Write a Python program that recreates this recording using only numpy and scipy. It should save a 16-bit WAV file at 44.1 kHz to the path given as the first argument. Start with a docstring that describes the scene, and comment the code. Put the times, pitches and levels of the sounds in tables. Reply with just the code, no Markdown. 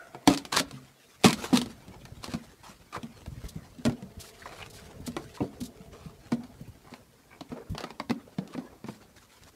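"""A dog pounces on an empty plastic canister on a lawn: the air inside booms, the walls clack, a far tone fades.
The canister rings hollow at rest, takes a second pounce and is carried off, paws thudding, grass rustling.
Midway the dog shakes it, whipping it through the blades, while a faint drone comes and goes.
At last a paw pins it and the dog gnaws the neck in dry cracks. All along, claws and teeth scrape
over the plastic in tiny slips, and the yard answers faintly."""
import sys
import numpy as np
from scipy import signal
from scipy.fft import rfft, irfft, next_fast_len
from scipy.io import wavfile
from scipy.ndimage import uniform_filter1d, map_coordinates

SR = 44100
rng = np.random.default_rng(int(sys.argv[2]) if len(sys.argv) > 2 else 0)


def inscribe(sig):
    """Save sig as 16-bit PCM at rate SR to the path in sys.argv[1].

    A 1-D sig is mono; a 2-D sig holds one channel per row.
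    Samples are clipped to [-1, 1] before scaling.
    """
    pcm = np.round(np.clip(np.atleast_2d(sig).T, -1, 1) * 32767)
    wavfile.write(sys.argv[1], SR, pcm.astype(np.int16))


N = 421155

# blows on the canister: (time [s], cavity pitch [Hz], boom [dB], wall clack [dB], crack [dB])
BLOWS = [(0.147, 255, -74, -39.5, -54), (0.2744, 275.5, -18.5, -17, -18.5), (.301, 296, -33, -26, -35),
         (0.3373, 298, -41, -39, -33), (0.375, 295, -64, -47, -30.5), (0.451, 245, -82, -45.5, -37.5),
         (0.527, 252, -43, -36, -26), (.598, 256, -33, -42, -27.5), (0.7104, 212, -71, -48.5, -44),
         (1.243, 205, -18.5, -17, -18), (1.251, 241, -19, -34, -21.5), (1.283, 286, -32, -54, -32),
         (1.329, 197, -53, -44, -27), (1.528, 253, -18, -27.5, -46), (1.572, 225, -31, -36.5, -21),
         (1.6152, 243, -36, -38.5, -31), (1.6595, 215, -39, -44, -46), (1.88, 200, -48, -61, -53.5),
         (2.0527, 244, -115, -50.5, -46.5), (2.242, 206, -70, -57, -35), (2.278, 235, -45, -41.5, -48),
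         (2.337, 242, -32, -36.5, -39.5), (2.963, 226, -57, -38.5, -54.5), (3.031, 243, -37.5, -50, -45),
         (3.2604, 240, -79, -49, -51), (3.44, 216, -50, -47, -82), (3.559, 268, -48, -58, -80),
         (3.784, 247, -44, -70, -58), (3.852, 240, -24, -28, -31), (3.862, 241.6, -24, -31.5, -36),
         (3.896, 250, -43, -38.5, -46), (4.024, 188, -38.5, -49, -54), (5.075, 246, -35, -43, -44.5),
         (5.1658, 285, -44, -30.5, -38), (5.405, 277, -31, -30.5, -61), (5.418, 206, -31, -55, -71),
         (5.612, 246, -34, -60, -46), (6.3196, 237, -24.5, -31.5, -41), (6.436, 261, -47, -51, -53.5),
         (6.919, 257, -46.5, -49, -75), (6.938, 250, -90, -47, -46), (7.408, 270, -44, -41.5, -41),
         (7.518, 259, -37, -38.5, -55), (7.7488, 212, -46, -40.5, -46.5), (7.78, 238, -70, -63, -33.5),
         (7.806, 235, -60, -55, -37), (7.839, 242, -47, -36, -35), (7.905, 215, -49, -46, -45),
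         (7.999, 254, -41.5, -32, -36), (8.0966, 235, -28, -34.5, -36.5), (8.1071, 283, -29.5, -29, -36.5),
         (8.3842, 198, -30.5, -35, -42.5), (8.549, 244, -41.5, -40, -60), (8.5778, 268, -33, -41.5, -47),
         (8.842, 210, -40.5, -44.5, -53), (8.885, 211, -37, -38.5, -55)]
# dense high ring of the plastic: (frequency [Hz], level [dB])
PLASTIC_SPECTRUM = [(300, -4), (1200, -9), (2400, -7), (3200, -4), (4200, -1.5), (5500, -8), (8000, -10.5),
                    (11000, -16.5), (16000, -30)]
# dull rumble of trodden soil: (frequency [Hz], level [dB])
SOIL_SPECTRUM = [(15, -23), (45, -0.5), (80, -1.5), (140, -2.5), (260, -11.5), (500, -41), (1500, -48)]
# bright hiss of blades brushed quickly aside: (frequency [Hz], level [dB])
SWISH_SPECTRUM = [(1500, -13), (4000, 8.5), (8000, 4), (12000, 2), (16000, -11)]


def amp(db):
    """Decibels to gain."""
    return np.exp(np.asarray(db) * (np.log(10) / 20))


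def unit(x, span=None):
    """x scaled to rms 1, over its first span seconds if given."""
    head = x if span is None else x[:int(span * SR)]
    return x / np.sqrt(np.mean(head ** 2) + 1e-20)


def along(points, hz):
    """(Hz, value) points read on a log axis."""
    f, v = np.transpose(points)
    return np.interp(np.log(hz + 1), np.log(f + 1), v)


def wobble(rate, size):
    """A smooth random curve with rate knots a second."""
    knots = rng.standard_normal(int(size * rate / SR) + 4)
    return map_coordinates(knots, [np.arange(size) * rate / SR])


def colour(x, spectrum):
    """x shaped by a (Hz, dB) spectrum, at rms 1."""
    m = next_fast_len(len(x) + 2048)
    gain = amp(along(spectrum, np.fft.rfftfreq(m, 1 / SR)))
    return unit(irfft(rfft(x, m) * gain, m)[:len(x)])


def grains(rate, spread_db, size):
    """Random impulses, rate a second, of log-normal size."""
    hits = rng.random(size) < rate / SR
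    return hits * amp(spread_db * rng.standard_normal(size)) * rng.choice([-1, 1], size)


def add(track, s, sound):
    """Mix a sound into the track at s seconds."""
    start = max(0, round(s * SR))
    track[start:start + len(sound)] += sound[:N - start]


def swell(t, length, attack, release):
    """An envelope that rises, holds until length seconds and dies away."""
    return (1 - np.exp(-t / attack)) * np.exp(-np.maximum(t - length, 0) / release)


def resonant_noise(hz, width_hz, size):
    """Noise ringing in one narrow resonance, at rms 1."""
    b, a = signal.iirpeak(hz, hz / width_hz, SR)
    noise = rng.standard_normal(size + SR // 10)
    return unit(signal.lfilter(b, a, signal.lfilter(b, a, noise))[-size:])


def low_cut(x, hz):
    """Roll off the bass below hz."""
    return signal.sosfilt(signal.butter(2, hz, "high", fs=SR, output="sos"), x)


def outdoor_air(level_db=-65):
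    """A soft, steady bed of open air."""
    # the quiet yard: (frequency [Hz], level [dB])
    spectrum = [(15, -37), (25, -29), (69, -20.5), (240, 8.5), (349, -11), (509, -3.5), (2920, -12.5),
                (4500, -10), (14300, -14), (15500, -18)]
    return amp(level_db) * colour(rng.standard_normal(N), spectrum)


def far_ring():
    """Faint, fuzzy tones fade in the distance during the first second."""
    # bands of the ring: (pitch [Hz], width [Hz], level [dB], t60 [s])
    bands = [(682, 89, -56, 2), (1430, 170, -48, 0.45), (2000, 320, -66.5, 4.05)]
    t = np.arange(SR) / SR
    ring = sum(resonant_noise(hz, width, SR) * amp(db - 60 * t / t60) for hz, width, db, t60 in bands)
    return np.pad(ring, (0, N - SR))


def drone(start_s=3.7, length_s=2.36, fade_s=0.18):
    """Two soft, fuzzy tones swell in the background and fade."""
    # bands of the drone: (pitch [Hz], width [Hz], level [dB])
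    bands = [(430, 98, -59), (675, 48, -65)]
    t = np.maximum(np.arange(N) / SR - start_s, 0)
    tones = sum(amp(db) * resonant_noise(hz, width, N) for hz, width, db in bands)
    return tones * swell(t, length_s, fade_s, fade_s)


def yard_echo(x, build_s=0.014):
    """Fences and walls scatter a short tail, each band dying at its own pace."""
    # colour of the echo: (frequency [Hz], level [dB])
    spectrum = [(60, -16), (250, 8.5), (430, -2), (600, 12), (720, 0.5), (900, 2), (2000, -12),
                (12000, -22)]
    # decay of the echo: (frequency [Hz], t60 [s])
    decays = [(100, 0.46), (280, 0.28), (700, 0.12), (1500, 0.38), (4000, 0.56), (12000, 0.13)]
    hz, t, bands = signal.stft(colour(rng.standard_normal(SR), spectrum), SR, nperseg=256)
    tail = signal.istft(bands * amp(-60 * t / along(decays, hz)[:, None]), SR, nperseg=256)[1]
    tail *= 1 - np.exp(-np.arange(len(tail)) / SR / build_s)
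    return signal.fftconvolve(x, tail / np.linalg.norm(tail))[:N]


def patchy(x, depth_db=4.0):
    """Each band swells and sinks on its own."""
    bands = signal.stft(x, nperseg=1024)[2]
    patches = uniform_filter1d(rng.standard_normal(bands.shape), size=5, axis=0)
    patches = unit(uniform_filter1d(patches, size=3, axis=1))
    return unit(signal.istft(bands * amp(depth_db * patches), nperseg=1024)[1][:N])


def sweeps(strokes, release_s, attack_s=0.0023):
    """Power over time of (start, length, dB) strokes."""
    power, t = np.zeros(N), np.arange(SR // 2) / SR
    for s, length, db in strokes:
        add(power, s, (amp(db) * swell(t, length, attack_s, release_s)) ** 2)
    return power


def tread(steps_per_s=16, scatter_db=2.5, steady=0.52):
    """Gain of the ground's rumble, at rms 1: light steps at an uneven pace over a steady part."""
    power, t = np.zeros(N), np.arange(SR // 8) / SR
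    step = swell(t, 0, attack=0.009, release=0.041)
    for k, (stagger, weight) in enumerate(rng.standard_normal((int(steps_per_s * N / SR), 2))):
        s = np.clip((k + 0.47 * stagger) / steps_per_s, 0, (N - 1) / SR)
        add(power, s, (amp(scatter_db * weight) * step) ** 2)
    return unit(steady + unit(np.sqrt(power)))


def lawn(grass_db=-60, ground_db=-56, haze_db=-63, swish_db=-9, flutter_db=2.5, recede_db_per_s=1):
    """Blades rustle and the ground rumbles as the dog moves, in a dull haze of rubbing and echo."""
    # how busily the dog moves its feet: (time [s], level [dB])
    bustle = [(0, -11), (.75, -1.5), (1, -20.5), (1.4, 5), (2.25, 3), (2.7, -7), (3.35, 2.5), (4.4, -2),
              (5, 7), (5.8, 0), (6.6, 3), (7.1, -8), (7.7, -6.5), (9.55, -5.5)]
    # paws and canister sweeping through the grass: (start [s], length [s], level [dB])
    scuffs = [(.68, 0.11, -60.5), (1, 0.26, -63), (1.33, 0.16, -46), (1.5, 0.21, -54.5), (2.25, 0.22, -61),
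              (2.63, 0.1, -57), (3.4, 0.07, -58.5), (4.19, 0.12, -55.5), (4.33, 0.33, -56),
              (4.74, 0.054, -52), (4.825, 0.039, -54), (5.04, 0.42, -58.5), (6, 0.055, -61),
              (6.9, 0.062, -59.5), (7.49, 0.041, -61), (8.5, 0.15, -64.5), (8.86, 0.1, -55.5),
              (9.16, 0.086, -59), (9.29, 0.21, -61)]
    # dull low-mid swells: rubbing, and a diffuse echo after the late bites:
    # (start [s], length [s], level [dB])
    dull_swells = [(0, 0.3, -58), (1.36, 0.15, -46), (1.87, 0.08, -51), (4.45, 0.085, -50.5),
                   (4.88, 0.11, -57), (5.18, 0.018, -52), (7.5, 0.13, -51.5), (8.4, 0.36, -55)]
    t = np.arange(N) / SR
    bustle_db = np.interp(t, *np.transpose(bustle))
    stir_db = 0.27 * bustle_db
    scuffing = sweeps(scuffs, release_s=0.023)
    # the bed of rustle fades as the dog works its way off
    rustle_gain = np.sqrt(amp(grass_db + stir_db - recede_db_per_s * t) ** 2 + scuffing)
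    # a dull low-mid tail lingers after each blow, louder after heavier ones
    tails = [(s, 0, -56.5 + 0.34 * (boom_db + 34)) for s, _, boom_db, _, _ in BLOWS]
    haze_power = sweeps(dull_swells, release_s=0.044) + sweeps(tails, release_s=0.13)
    haze_gain = np.sqrt(amp(haze_db + stir_db) ** 2 + haze_power)
    flutter = amp(flutter_db * wobble(45, N))

    # crisp rustle of grass: (frequency [Hz], level [dB])
    blade_spectrum = [(400, 3.5), (1200, 11.5), (2500, 9), (4500, 5.5), (8000, 0.5), (12000, -9),
                      (16000, -19)]
    # dull low-mid haze: (frequency [Hz], level [dB])
    haze_spectrum = [(100, -46), (250, 4.5), (450, 5), (800, -0.5), (1400, -9.5), (2200, -16),
                     (4000, -29.5), (9000, -56)]
    blades = colour(unit(grains(rate=900, spread_db=5, size=N)) + rng.standard_normal(N), blade_spectrum)
    swish = amp(swish_db) * np.sqrt(scuffing) * colour(rng.standard_normal(N), SWISH_SPECTRUM)
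    ground = amp(ground_db + bustle_db) * colour(rng.standard_normal(N), SOIL_SPECTRUM) * tread()
    haze = colour(unit(grains(rate=500, spread_db=-0.5, size=N)) + rng.standard_normal(N), haze_spectrum)
    return flutter * (rustle_gain * patchy(blades) + swish + haze_gain * patchy(haze)) + ground


def paws(t60=0.11, rise_s=0.0014, soil=0.8, soft_hz=95):
    """Each footfall is a low push into soft soil that dies quickly; deeper pushes move more soil."""
    # paws and canister landing on the turf: (time [s], pitch [Hz], level [dB])
    landings = [(0.271, 123, -29), (1.251, 146, -29.5), (2.034, 85, -48), (2.117, 88, -46), (2.17, 85, -47),
                (2.279, 90, -43), (2.336, 102, -38.5), (2.689, 199, -51), (2.967, 102, -42.5),
                (3.27, 73, -37.5), (3.317, 139, -40.5), (3.363, 123, -41), (3.438, 108, -35),
                (3.556, 161, -37), (3.878, 123, -31), (4.17, 67.5, -40.5), (5.002, 85, -41.5),
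                (5.416, 112, -35.5), (5.603, 95, -42.5), (5.802, 183, -47), (6.057, 160, -40.5),
                (6.608, 65, -40.5), (6.676, 87, -42.5), (7.5, 60, -49), (7.696, 98, -34),
                (7.717, 154, -33.5)]
    out, t = np.zeros(N), np.arange(SR // 5) / SR
    envelope = (1 - np.exp(-t / rise_s)) ** 2 * amp(-60 * t / t60)
    for s, hz, db in landings:
        rumble = soil * soft_hz / hz * colour(rng.standard_normal(len(t)), SOIL_SPECTRUM)
        thud = (np.sin(2 * np.pi * hz * t) + rumble) * envelope
        add(out, s, amp(db) * unit(thud, .03))
    return out


def swishes(attack_s=0.0037, release_s=0.01):
    """Swung low, the canister whips through the blades in short, bright, grainy strokes."""
    # swings through the grass: (start [s], length [s], level [dB])
    swings = [(3.483, 0.01, -44.5), (4.198, .02, -44), (4.23, 0.067, -53.5), (4.698, .008, -49),
              (4.73, 0.045, -53.5), (5.062, 0.01, -38.5), (5.603, 0.0092, -43.5), (5.633, 0.0037, -42.5),
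              (5.648, .014, -45.5)]
    out, t = np.zeros(N), np.arange(SR // 5) / SR
    for s, length, db in swings:
        blades = unit(grains(rate=4200, spread_db=3, size=len(t))) + rng.standard_normal(len(t))
        add(out, s, amp(db) * colour(blades, SWISH_SPECTRUM) * swell(t, length, attack_s, release_s))
    return out


def wall_ring(t, spot_hz, focus_db=7.5, flex=0.0531, scatter_db=3, warp=0.04):
    """Tapped walls ring: the grip detunes and bends the modes; the spot favours those near its pitch."""
    # modes of the canister's walls: (pitch [Hz], level [dB], t60 [s])
    modes = [(140, 5.5, 0.24), (211, 4.5, 0.13), (315, 6, 0.097), (409.4, -1.5, 0.16), (421, -3.5, 0.055),
             (484, -4, 0.15), (577, -9.5, 0.15), (695.5, -3.5, 0.077), (763, -11.5, 0.086),
             (869, 0.5, 0.033), (1033, -3.5, 0.056), (1213, -6, 0.061), (1343, -4.5, 0.087),
             (1550, -5, 0.067), (1834, -2.5, 0.072), (2065, -0.5, 0.036), (2310, 0.5, 0.072),
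             (2565, 3, 0.029)]
    hz, db, t60 = np.transpose(modes)[:, :, None]
    detune, weight, polarity = rng.standard_normal((3, len(modes), 1))
    bend = np.array([wobble(136, len(t)) for _ in modes])
    pitch = hz * (1 + flex * detune + warp * bend)
    tones = np.sign(polarity) * np.sin(2 * np.pi * np.cumsum(pitch, axis=1) / SR)
    db = db + scatter_db * weight - focus_db * np.abs(np.log2(hz / spot_hz))
    return np.sum(amp(db - 60 * t / t60) * tones, axis=0)


def cavity_ring(t, hz, t60=0.1, panel_db=-5, panel_t60=0.094, rise_s=0.0039, squeeze=0.045):
    """The enclosed air booms, wavering as the walls give; the broad side panel adds a lower tone."""
    pitch = hz * (1 + squeeze * wobble(61, len(t)))
    air = amp(-60 * t / t60) * np.sin(2 * np.pi * np.cumsum(pitch) / SR)
    panel_hz = hz * 0.671 * (1 + 0.079 * rng.standard_normal())
    panel = amp(panel_db - 60 * t / panel_t60) * np.sin(2 * np.pi * panel_hz * t)
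    return (air + panel) * (1 - np.exp(-t / rise_s))


def crack(t, spectrum, snap_t60=0.0099, ring_db=-16, ring_t60=0.1, step_hz=130, rise_s=0.000094):
    """A hard snap and the brief ring of the crowded high modes, as a burst of coloured noise."""
    hz = np.arange(step_hz, SR / 2, step_hz)
    ring = colour(rng.standard_normal(len(t)), np.column_stack([hz, along(spectrum, hz)]))
    decay = amp(-60 * t / snap_t60) + amp(ring_db - 60 * t / ring_t60)
    return ring * decay * (1 - np.exp(-t / rise_s))


def resting_ring(start_s=0.727, rise_s=0.003):
    """With nothing pressing on them, the broad panels and the air inside ring on."""
    # low, hollow modes of the untouched canister: (pitch [Hz], level [dB], t60 [s])
    modes = [(134, -37.5, 0.45), (205, -41.5, 0.41), (254, -43.5, 0.38)]
    out, t = np.zeros(N), np.arange(SR // 2) / SR
    ring = sum(amp(db - 60 * t / t60) * np.sin(2 * np.pi * hz * t) for hz, db, t60 in modes)
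    add(out, start_s, ring * (1 - np.exp(-t / rise_s)))
    return out


def squeaks(roughness=0.3, attack_s=0.00025, release_s=0.01):
    """A tooth sticks and slips briefly at one rough pitch."""
    # teeth shifting their grip: (start [s], length [s], pitch [Hz], level [dB])
    slips = [(0.598, 0.029, 553, -38), (2.633, 0.052, 910, -52.5), (2.947, 0.016, 1160, -35.5),
             (4.42, 0.0042, 1750, -44), (4.455, 0.0045, 920, -39), (4.458, 0.0062, 1880, -44.5),
             (4.621, 0.0057, 2570, -43), (5.374, 0.0037, 1030, -44), (5.419, 0.024, 463, -32.5),
             (7.577, 0.053, 440, -47)]
    out, t = np.zeros(N), np.arange(SR // 8) / SR
    for s, length, hz, db in slips:
        squeak = resonant_noise(hz, roughness * hz, len(t)) * swell(t, length, attack_s, release_s)
        add(out, s, amp(db) * unit(squeak, length))
    return out


def scrapes(slips_per_s=600, spread_db=5, spot_hz=1150, damping_t60=0.027, grit=0.79):
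    """Runs of tiny slips shake the walls, which the pressing claw or tooth damps."""
    # claws and teeth sliding on the plastic: (start [s], end [s], rasp [dB], hiss [dB])
    slides = [(0.285, 0.343, -36.5, -37.5), (0.518, 0.557, -32.5, -36.5), (0.559, 0.574, -26, -24.5),
              (0.573, 0.598, -37.5, -27), (1.24, 1.266, -26, -25), (1.274, 1.308, -32.5, -36.5),
              (1.529, 1.549, -37, -34.5), (1.551, 1.561, -35, -31.5), (2.225, 2.263, -48.5, -48),
              (2.293, 2.356, -51.5, -51), (2.631, 2.728, -56.5, -64.5), (2.924, 2.948, -44, -49.5),
              (2.948, 2.968, -42, -49), (4.452, 4.571, -51.5, -60), (4.582, 4.629, -47, -55),
              (5.341, 5.364, -66, -53.5), (6.323, 6.343, -59, -51), (5.927, 6.103, -59, -67),
              (6.839, 6.933, -58, -68), (7.303, 7.36, -54.5, -75), (7.771, 7.83, -45.5, -57.5),
              (7.848, 7.904, -53.5, -63), (8.523, 8.543, -50, -55.5)]
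    out, t = np.zeros(N), np.arange(SR // 4) / SR
    ring_t = t[:SR // 20]
    for start, end, rasp_db, hiss_db in slides:
        length = end - start
        stroke = swell(t, length, attack=0.0029, release=0.0088)
        # friction limits the largest slips
        slips = unit(np.tanh(grains(slips_per_s, spread_db, len(t)) / 3))
        ring = wall_ring(ring_t, spot_hz, focus_db=12) * amp(-60 * ring_t / damping_t60)
        rasp = signal.fftconvolve(slips * stroke, ring)[:len(t)]
        hiss = colour(slips + grit * rng.standard_normal(len(t)), PLASTIC_SPECTRUM) * stroke
        add(out, start, amp(rasp_db) * unit(rasp, length) + amp(hiss_db) * unit(hiss, length))
    return out


def snaps(gain_db=-12):
    """A claw or tooth catches and lets go, too lightly to move the air inside."""
    # small dry catches on the plastic: (time [s], relative level [dB])
    catches = [(0.347, -21.5), (0.5666, -13.5), (1.2368, -21), (1.2851, -19), (1.295, -27), (1.3062, -18.5),
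               (1.593, -31), (3.921, -41), (8.1444, -49), (8.476, -39), (9.4355, -40)]
    out, t = np.zeros(N), np.arange(SR // 20) / SR
    for s, db in catches:
        add(out, s, amp(db + gain_db) * unit(crack(t, PLASTIC_SPECTRUM), .006))
    return out


def knocks(pinned_s=6.75, boom_damping_db_per_s=150, wall_damping_db_per_s=447, middle_hz=685,
           contact_s=0.00053, graze_db=-20, graze_t60=0.037, chatter_db=-14, chatter_t60=0.033):
    """Soft blows mostly boom; teeth and claws graze, clack and crack. Once pinned, the ring is damped."""
    # the stiff neck and handle, cracking between the teeth: (frequency [Hz], level [dB])
    neck_spectrum = [(300, -1), (750, 9), (1700, -7.5), (4500, 0.5), (6200, -11), (15000, -26.5)]
    out, t = np.zeros(N), np.arange(SR // 6) / SR
    brief = t[:SR // 30]
    for s, hz, boom_db, clack_db, crack_db in BLOWS:
        pinned = s > pinned_s
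        spectrum = neck_spectrum if pinned else PLASTIC_SPECTRUM
        # a harder contact favours higher wall modes and presses in faster
        spot_hz = middle_hz * 2 ** (0.01 * (crack_db - boom_db))
        press = 1 - np.exp(-t / (contact_s * (middle_hz / spot_hz) ** 2))
        # the thin wall chatters against whatever struck it
        chatter = grains(rate=410, spread_db=7, size=len(brief))
        contacts = (brief == 0) + np.tanh(chatter * amp(chatter_db - 60 * brief / chatter_t60))
        boom = unit(cavity_ring(t, hz) * amp(-boom_damping_db_per_s * t * pinned), .03)
        walls = wall_ring(t, spot_hz) * amp(-wall_damping_db_per_s * t * pinned)
        clack = unit(press * signal.fftconvolve(contacts, walls)[:len(t)], .015)
        snap = unit(press * signal.fftconvolve(contacts, crack(t, spectrum))[:len(t)], .006)
        # the graze swells into the hit
        approach = amp(graze_db - 60 * brief[::-1] / graze_t60)
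        graze = colour(rng.standard_normal(len(brief)), spectrum) * approach
        add(out, s - brief[-1], amp((boom_db + crack_db) / 2) * graze)
        add(out, s, amp(boom_db) * boom + amp(clack_db) * clack + amp(crack_db) * snap)
    return out


def scene(echo_db=-27):
    """Canister, paws and grass over the quiet outdoor air, in mono."""
    plastic = knocks() + snaps() + scrapes() + squeaks() + resting_ring()
    canister = low_cut(plastic, hz=115)  # so small a body sends out almost no deep bass
    dog = canister + paws() + lawn() + swishes()
    return (dog + outdoor_air() + amp(echo_db) * yard_echo(canister) + far_ring() + drone())[None]


def record(dry, low_cut_hz=35, top_hz=15700):
    """Roll off the deepest bass and cut away the very top of the treble."""
    m = next_fast_len(N + SR // 2)
    passband = np.fft.rfftfreq(m, 1 / SR) < top_hz
    return irfft(rfft(low_cut(dry, low_cut_hz), m) * passband, m)[:, :N]


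dry = scene()
out = record(dry)
inscribe(out)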